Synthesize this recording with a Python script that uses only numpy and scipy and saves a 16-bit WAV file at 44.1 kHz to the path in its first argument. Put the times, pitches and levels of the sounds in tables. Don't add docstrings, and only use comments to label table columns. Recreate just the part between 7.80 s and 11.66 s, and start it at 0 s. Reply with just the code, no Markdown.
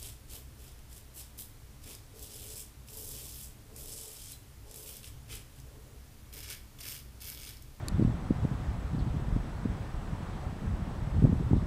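import sys
import numpy as np
from scipy import signal
from scipy.io import wavfile
from scipy.ndimage import uniform_filter1d

SR = 44100
rng = np.random.default_rng(int(sys.argv[2]) if len(sys.argv) > 2 else 0)


def voltage_ratio(level):
    return 10 ** (np.asarray(level, float) / 20)


def wrap_up_sound(samples):
    columns = np.atleast_2d(samples).T
    tamed = np.clip(columns, -1, 1)
    steps = np.round(tamed * 32767).astype(np.int16)
    wavfile.write(sys.argv[1], SR, steps)


N = 170226

# centre [t/s], peak [level/dB], [f/Hz]
SLAP_EDDIES = [(0.124, -27.5, 169), (0.153, -28.0, 151), (0.186, -26.0, 169), (0.198, -16.5, 236),
               (0.208, -21.5, 169), (0.21, -27.0, 295), (0.217, -18.0, 189), (0.223, -24.5, 330),
               (0.226, -20.0, 264), (0.251, -15.0, 189), (0.28, -25.5, 236), (0.301, -29.0, 189),
               (0.509, -12.5, 236), (0.525, -27.0, 151), (0.648, -26.0, 264), (0.652, -21.5, 295),
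               (0.716, -22.5, 169), (0.723, -28.0, 151), (1.15, -23.5, 211), (1.184, -28.0, 236),
               (1.211, -27.0, 151), (1.275, -28.0, 189), (1.344, -26.0, 189), (1.351, -27.5, 189),
               (1.566, -20.5, 211), (1.834, -25.5, 151), (1.854, -28.0, 211), (1.858, -20.5, 211),
               (3.346, -28.0, 151), (3.371, -28.0, 189), (3.381, -22.5, 151), (3.395, -20.0, 151),
               (3.425, -17.5, 189), (3.427, -27.5, 330), (3.443, -12.0, 211), (3.455, -17.0, 264),
               (3.464, -26.5, 169), (3.472, -26.5, 295), (3.476, -23.0, 211), (3.484, -29.0, 151),
               (3.497, -16.0, 169), (3.503, -26.5, 169), (3.532, -19.5, 211), (3.603, -27.5, 236),
               (3.61, -21.5, 151), (3.711, -23.5, 236), (3.73, -26.5, 211), (3.734, -18.0, 295),
               (3.744, -24.0, 236), (3.757, -25.5, 169), (3.767, -24.5, 264), (3.827, -28.0, 189)]
# centre [t/s], peak [level/dB], [f/Hz]
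FLUTTER_EDDIES = [(0.036, -27.5, 97), (0.169, -28.5, 87), (0.193, -21.5, 135), (0.226, -16.0, 121),
                  (0.249, -21.5, 108), (0.277, -18.0, 97), (0.303, -24.0, 108), (0.32, -27.5, 121),
                  (0.346, -28.0, 87), (0.515, -29.0, 135), (0.564, -28.5, 87), (0.588, -26.0, 135),
                  (0.607, -29.5, 87), (0.625, -25.0, 108), (0.636, -22.5, 108), (0.651, -18.0, 151),
                  (1.074, -30.0, 97), (1.137, -24.0, 135), (1.171, -28.5, 87), (1.196, -28.5, 135),
                  (1.224, -24.5, 108), (1.265, -30.0, 121), (1.283, -27.0, 108), (1.37, -23.5, 135),
                  (1.385, -28.0, 87), (1.426, -27.5, 121), (1.487, -28.5, 121), (1.529, -26.0, 135),
                  (1.559, -29.0, 135), (1.569, -25.0, 97), (1.751, -30.5, 87), (1.876, -29.0, 108),
                  (2.011, -27.5, 97), (2.334, -29.0, 121), (2.433, -28.5, 97), (2.914, -25.0, 87),
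                  (3.079, -26.5, 135), (3.226, -25.0, 121), (3.277, -26.0, 121), (3.432, -26.0, 97),
                  (3.451, -9.5, 135), (3.534, -28.0, 97), (3.559, -27.5, 108), (3.587, -26.5, 87),
                  (3.639, -26.0, 121), (3.668, -29.5, 121), (3.677, -26.0, 135), (3.715, -18.0, 135),
                  (3.722, -25.0, 108), (3.735, -15.5, 108), (3.772, -23.0, 135), (3.784, -26.0, 108)]
# centre [t/s], peak [level/dB], [f/Hz]
THUMP_EDDIES = [(0.083, -31.0, 69), (0.127, -27.5, 40), (0.148, -19.0, 87), (0.201, -29.0, 69),
                (0.254, -27.5, 40), (0.258, -29.0, 69), (0.31, -32.0, 49), (0.432, -32.0, 55),
                (0.508, -29.0, 44), (0.66, -29.0, 69), (0.755, -30.0, 49), (0.804, -30.0, 77),
                (0.893, -22.5, 55), (1.054, -28.5, 55), (1.145, -30.0, 55), (1.221, -31.0, 49),
                (1.308, -31.0, 49), (1.47, -32.0, 49), (1.509, -31.0, 77), (1.533, -23.5, 49),
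                (1.556, -29.0, 40), (1.605, -31.0, 55), (1.795, -29.5, 49), (1.903, -28.0, 55),
                (2.148, -30.0, 69), (2.182, -30.5, 49), (2.33, -31.0, 69), (2.672, -26.5, 77),
                (2.882, -23.5, 77), (2.944, -28.0, 55), (3.026, -29.5, 62), (3.242, -27.0, 44),
                (3.321, -30.0, 40), (3.327, -29.0, 69), (3.355, -27.0, 69), (3.369, -20.5, 87),
                (3.377, -32.5, 49), (3.391, -18.5, 77), (3.408, -24.0, 87), (3.428, -31.5, 44),
                (3.443, -18.0, 87), (3.451, -25.5, 40), (3.494, -30.0, 69), (3.522, -24.0, 87),
                (3.573, -31.0, 55), (3.637, -31.5, 44), (3.654, -25.5, 62), (3.715, -28.5, 49),
                (3.746, -25.0, 69), (3.768, -24.5, 49), (3.815, -30.0, 55), (3.839, -25.0, 62)]
# centre [t/s], peak [level/dB], [f/Hz]
SNAP_EDDIES = [(3.453, -29.5, 600), (3.7331, -27.5, 760), (3.799, -40, 1100), (3.682, -38, 1050),
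               (3.469, -36, 820), (3.527, -34, 480), (1.8555, -35, 380), (3.628, -36, 420),
               (3.615, -36, 380), (1.4, -34, 330), (1.27, -34, 300)]
# [t/s], [level/dB]
WIND_STRENGTH = [(0.0, -44), (0.25, -38.5), (0.43, -42.5), (0.85, -42.5), (1.08, -42), (1.3, -41),
                 (1.5, -42), (1.7, -42), (1.9, -41.5), (2.1, -44), (2.35, -43.5), (2.7, -44), (2.87, -40),
                 (3.02, -41), (3.3, -43.5), (3.45, -37), (3.6, -39.5), (3.86, -40)]
# [f/Hz], [level/dB]
EDDY_SPECTRUM = [(22, -10), (40, -6), (70, -6), (110, -4), (170, -4), (260, -10.5), (420, -18)]
# [f/Hz], width [f/Hz], [level/dB]
CASE_MODES = [(2500, 300, -9), (6050, 600, -10), (3800, 260, -6), (4460, 300, 2.5), (5360, 390, -7.5),
              (7240, 420, -1.5), (8920, 600, -4), (10370, 650, -4), (11460, 480, -9), (13000, 800, -15),
              (14400, 900, -23), (15500, 900, -30)]
# [f/Hz], density [level/dB per Hz]
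WASH_SPECTRUM = [(60, -2), (350, -3), (760, -1.5), (1150, -4.5), (2500, -16.5), (5000, -23.5), (10000, -31),
                 (16000, -40)]
# [f/Hz], width [f/Hz], lift [level/dB]
PORT_LIFTS = [(3460, 380, 1), (4580, 580, -1), (7200, 580, 0), (8830, 700, 0.5), (10300, 900, 0),
              (11700, 980, 0.5)]
# [f/Hz], width [f/Hz], rms [level/dB]
HUM_BANDS = [(745, 22, -65), (1794, 5, -72), (1841, 5, -75), (1964, 5, -76)]
# centre [t/s], width [t/s], rise [level/dB]
LOW_HUM_SWELL = (2.65, .35, 5)
# multiple of frame rate [1], rms [level/dB]
WHINE_SIDEBANDS = [(-7, -91), (-6, -91), (-5, -92), (-4, -88), (-3, -94), (-2, -86), (0.0, -79), (1, -80.5),
                   (3, -89), (5, -92), (6, -94)]
# [f/Hz], rms [level/dB]
STRAY_LINES = [(13194.7, -96), (13516.5, -97), (15734.3, -106)]
# centre [t/s], length [t/s], start [f/Hz], end [f/Hz], [level/dB]
BIRD_CHIRPS = [
    (.16, .06, 3600, 3300, -65),
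    (.225, .05, 4600, 4300, -65),
    (.255, .06, 3400, 3200, -64.5),
    (1.15, .06, 3800, 3500, -65),
    (1.2, .045, 4600, 4000, -59),
    (1.222, .045, 3250, 3050, -62),
    (1.29, .07, 3700, 3400, -65.5),
    (1.38, .12, 3600, 3400, -66),
    (2.545, .06, 3650, 3150, -60.5),
    (3.77, .14, 3800, 3500, -66),
]

STRONG_CYCLES, STRONG_SHARP, SNAP_CYCLES = .5, .15, .75
LEAN_RAD, LEAN_CHANCE_RAD = 1.2, .15
EDDIES_PER_S, EDDY_SPREAD_DB, EDDY_CYCLES, EDDY_DB = 1500, 1.6, .8, 5
BRIGHTEN_PER_OCTAVE = .2
TICK_S, TICK_DB, TICK_SCRAPE_S = .0837, -23, .0011
BOUNCE_S, BOUNCE_DB, BOUNCE_HZ, BOUNCE_WIDTH_HZ = .004, -14, 4900, 1500
WASH_DB, PATCH_DB, SWELL_DB = -47.5, .56, -.27
WHINE_HZ, FRAME_HZ = 7852.1, 30.0
BIRD_WIDTH_HZ = 1000
CEILING, EDGE_HZ = .5, 15750


def evened(x):
    return x / np.sqrt(np.mean(x ** 2) + 1e-20)


def add(mix, start_s, sound):
    part = mix[max(round(start_s * SR), 0):][:len(sound)]
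    part += sound[:len(part)]


def resonate(x, hz, width_hz):
    turn = np.exp(2j * np.pi * np.cumsum(hz * np.ones(len(x))) / SR)
    r = np.exp(-np.pi * width_hz / SR)
    return 2 * (turn * signal.lfilter([1 - r], [1, -r], x / turn + 1e-18)).real


def eddy(hz, cycles, sharp=0., lean=0.):
    half = round(2 * SR / hz)
    u = np.arange(-half, half) * hz / SR
    bell = np.exp(-.5 * (u / cycles) ** 2)
    phase = 2 * np.pi * u + lean
    wave = np.cos(phase) + sharp * np.cos(2 * phase)
    return bell * (wave - (bell * wave).sum() / bell.sum())


def buffets(rows, cycles, sharp):
    out = np.zeros(N)
    chance = rng.uniform(-1, 1, len(rows))
    for (centre_s, db, hz), c in zip(rows, chance):
        pulse = eddy(hz, cycles, sharp, LEAN_RAD + LEAN_CHANCE_RAD * c)
        add(out, centre_s - 2 / hz, voltage_ratio(db) * pulse)
    return out


def rumble():
    strength_db = np.interp(np.arange(N) / SR, *np.transpose(WIND_STRENGTH))
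    gust_db = strength_db - strength_db.mean()
    size = voltage_ratio(EDDY_SPREAD_DB * np.minimum(rng.exponential(1, N), 4))
    size = size * (rng.random(N) < EDDIES_PER_S / SR)
    f, db = np.transpose(EDDY_SPECTRUM)
    sizes_hz = np.geomspace(f[0], f[-1], num=28)
    kind = rng.integers(0, len(sizes_hz), N)
    lean = rng.uniform(0, 2 * np.pi, len(sizes_hz))
    out = np.zeros(N)
    for k, hz in enumerate(sizes_hz):
        pulse = eddy(hz, EDDY_CYCLES, lean=lean[k]) * np.sqrt(hz / f[-1])
        level_db = np.interp(np.log(hz), np.log(f), db)
        level_db = level_db + BRIGHTEN_PER_OCTAVE * np.log2(hz / 80) * gust_db
        out += voltage_ratio(level_db) * signal.oaconvolve(size * (kind == k), pulse, "same")
    return voltage_ratio(strength_db + EDDY_DB) * evened(out)


def tick():
    t = np.arange(900) / SR
    push = np.sin(np.pi / 2 * np.minimum(t / .00025, 1)) ** 2
    ring = np.zeros(len(t))
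    for hz, width_hz, db in CASE_MODES:
        decay = np.exp(-np.pi * width_hz * np.maximum(t - TICK_SCRAPE_S, 0))
        mode = np.sin(2 * np.pi * (hz * t + rng.random()))
        ring += voltage_ratio(db) * np.sqrt(width_hz) * decay * mode
    snap = voltage_ratio(TICK_DB) * push * ring / abs(push * ring).max()
    bounce = resonate(snap, BOUNCE_HZ, BOUNCE_WIDTH_HZ)
    bounce = resonate(bounce, BOUNCE_HZ, BOUNCE_WIDTH_HZ)
    out = np.zeros(N)
    add(out, TICK_S, snap)
    add(out, TICK_S + BOUNCE_S, voltage_ratio(BOUNCE_DB) * bounce)
    return out


def wash():
    frames = N // 256 + 5
    hz = np.fft.rfftfreq(1024, 1 / SR)
    a, b, patches = rng.standard_normal((frames, 513, 3)).T
    patches = uniform_filter1d(patches, size=14, axis=0)
    patches = evened(uniform_filter1d(patches, size=12, axis=1))
    t = np.arange(frames) * 256 / SR
    swell = np.zeros(frames)
    for f in np.geomspace(.3, 12, num=24):
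        swell += np.sin(2 * np.pi * (f * t + rng.random())) / np.sqrt(f)
    f, db = np.transpose(WASH_SPECTRUM)
    colour_db = np.interp(np.log(hz + 1), np.log(f), db)
    for centre_hz, width_hz, lift_db in PORT_LIFTS:
        colour_db += lift_db * np.exp(-.5 * ((hz - centre_hz) / width_hz * 2) ** 2)
    level_db = colour_db[:, None] + PATCH_DB * patches + SWELL_DB * evened(swell)
    air = signal.istft((a + 1j * b) * voltage_ratio(level_db), nperseg=1024, noverlap=768)[1][:N]
    return voltage_ratio(WASH_DB) * evened(air)


def generator_hum():
    t = np.arange(N) / SR
    bands = [voltage_ratio(db) * evened(resonate(rng.standard_normal(N), hz, width_hz))
             for hz, width_hz, db in HUM_BANDS]
    centre_s, width_s, rise_db = LOW_HUM_SWELL
    swell_db = rise_db * np.exp(-((t - centre_s) / width_s) ** 2) - 1.5
    return voltage_ratio(swell_db) * bands[0] + sum(bands[1:])


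def camera_whine():
    t = np.arange(N) / SR
    lines = [(WHINE_HZ + k * FRAME_HZ, db) for k, db in WHINE_SIDEBANDS] + list(STRAY_LINES)
    out = np.zeros(N)
    for hz, db in lines:
        out += voltage_ratio(db) * np.sqrt(2) * np.sin(2 * np.pi * (hz * t + rng.random()))
    return out


def birds():
    out = np.zeros(N)
    for centre_s, length_s, start_hz, end_hz, db in BIRD_CHIRPS:
        n = round(length_s * SR)
        hz = np.linspace(start_hz, end_hz, n)
        air = rng.standard_normal(8000)[:n]
        whistle = resonate(air, hz, BIRD_WIDTH_HZ)
        whistle = evened(resonate(whistle, hz, BIRD_WIDTH_HZ))
        add(out, centre_s - length_s / 2, voltage_ratio(db) * np.hanning(n) * whistle)
    return out


def scene():
    wind = rumble()
    wind += buffets(SLAP_EDDIES, STRONG_CYCLES, STRONG_SHARP)
    wind += buffets(THUMP_EDDIES, STRONG_CYCLES, STRONG_SHARP)
    behind = wash() + tick() + generator_hum() + camera_whine() + birds()
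    wind += buffets(SNAP_EDDIES, SNAP_CYCLES, 0)
    wind += buffets(FLUTTER_EDDIES, STRONG_CYCLES, STRONG_SHARP)
    return (wind + behind)[None]


def roll_off(x):
    return signal.sosfilt(signal.butter(12, 16180, fs=SR, output="sos"), x)


def record(dry):
    rounded = dry / (1 + (abs(dry) / CEILING) ** 4) ** .25
    lowpass = signal.firwin(4095, EDGE_HZ, window=("kaiser", 5), fs=SR)
    limited = signal.oaconvolve(rounded, lowpass[None], "same")
    return roll_off(limited)


dry = scene()
out = record(dry)
wrap_up_sound(out)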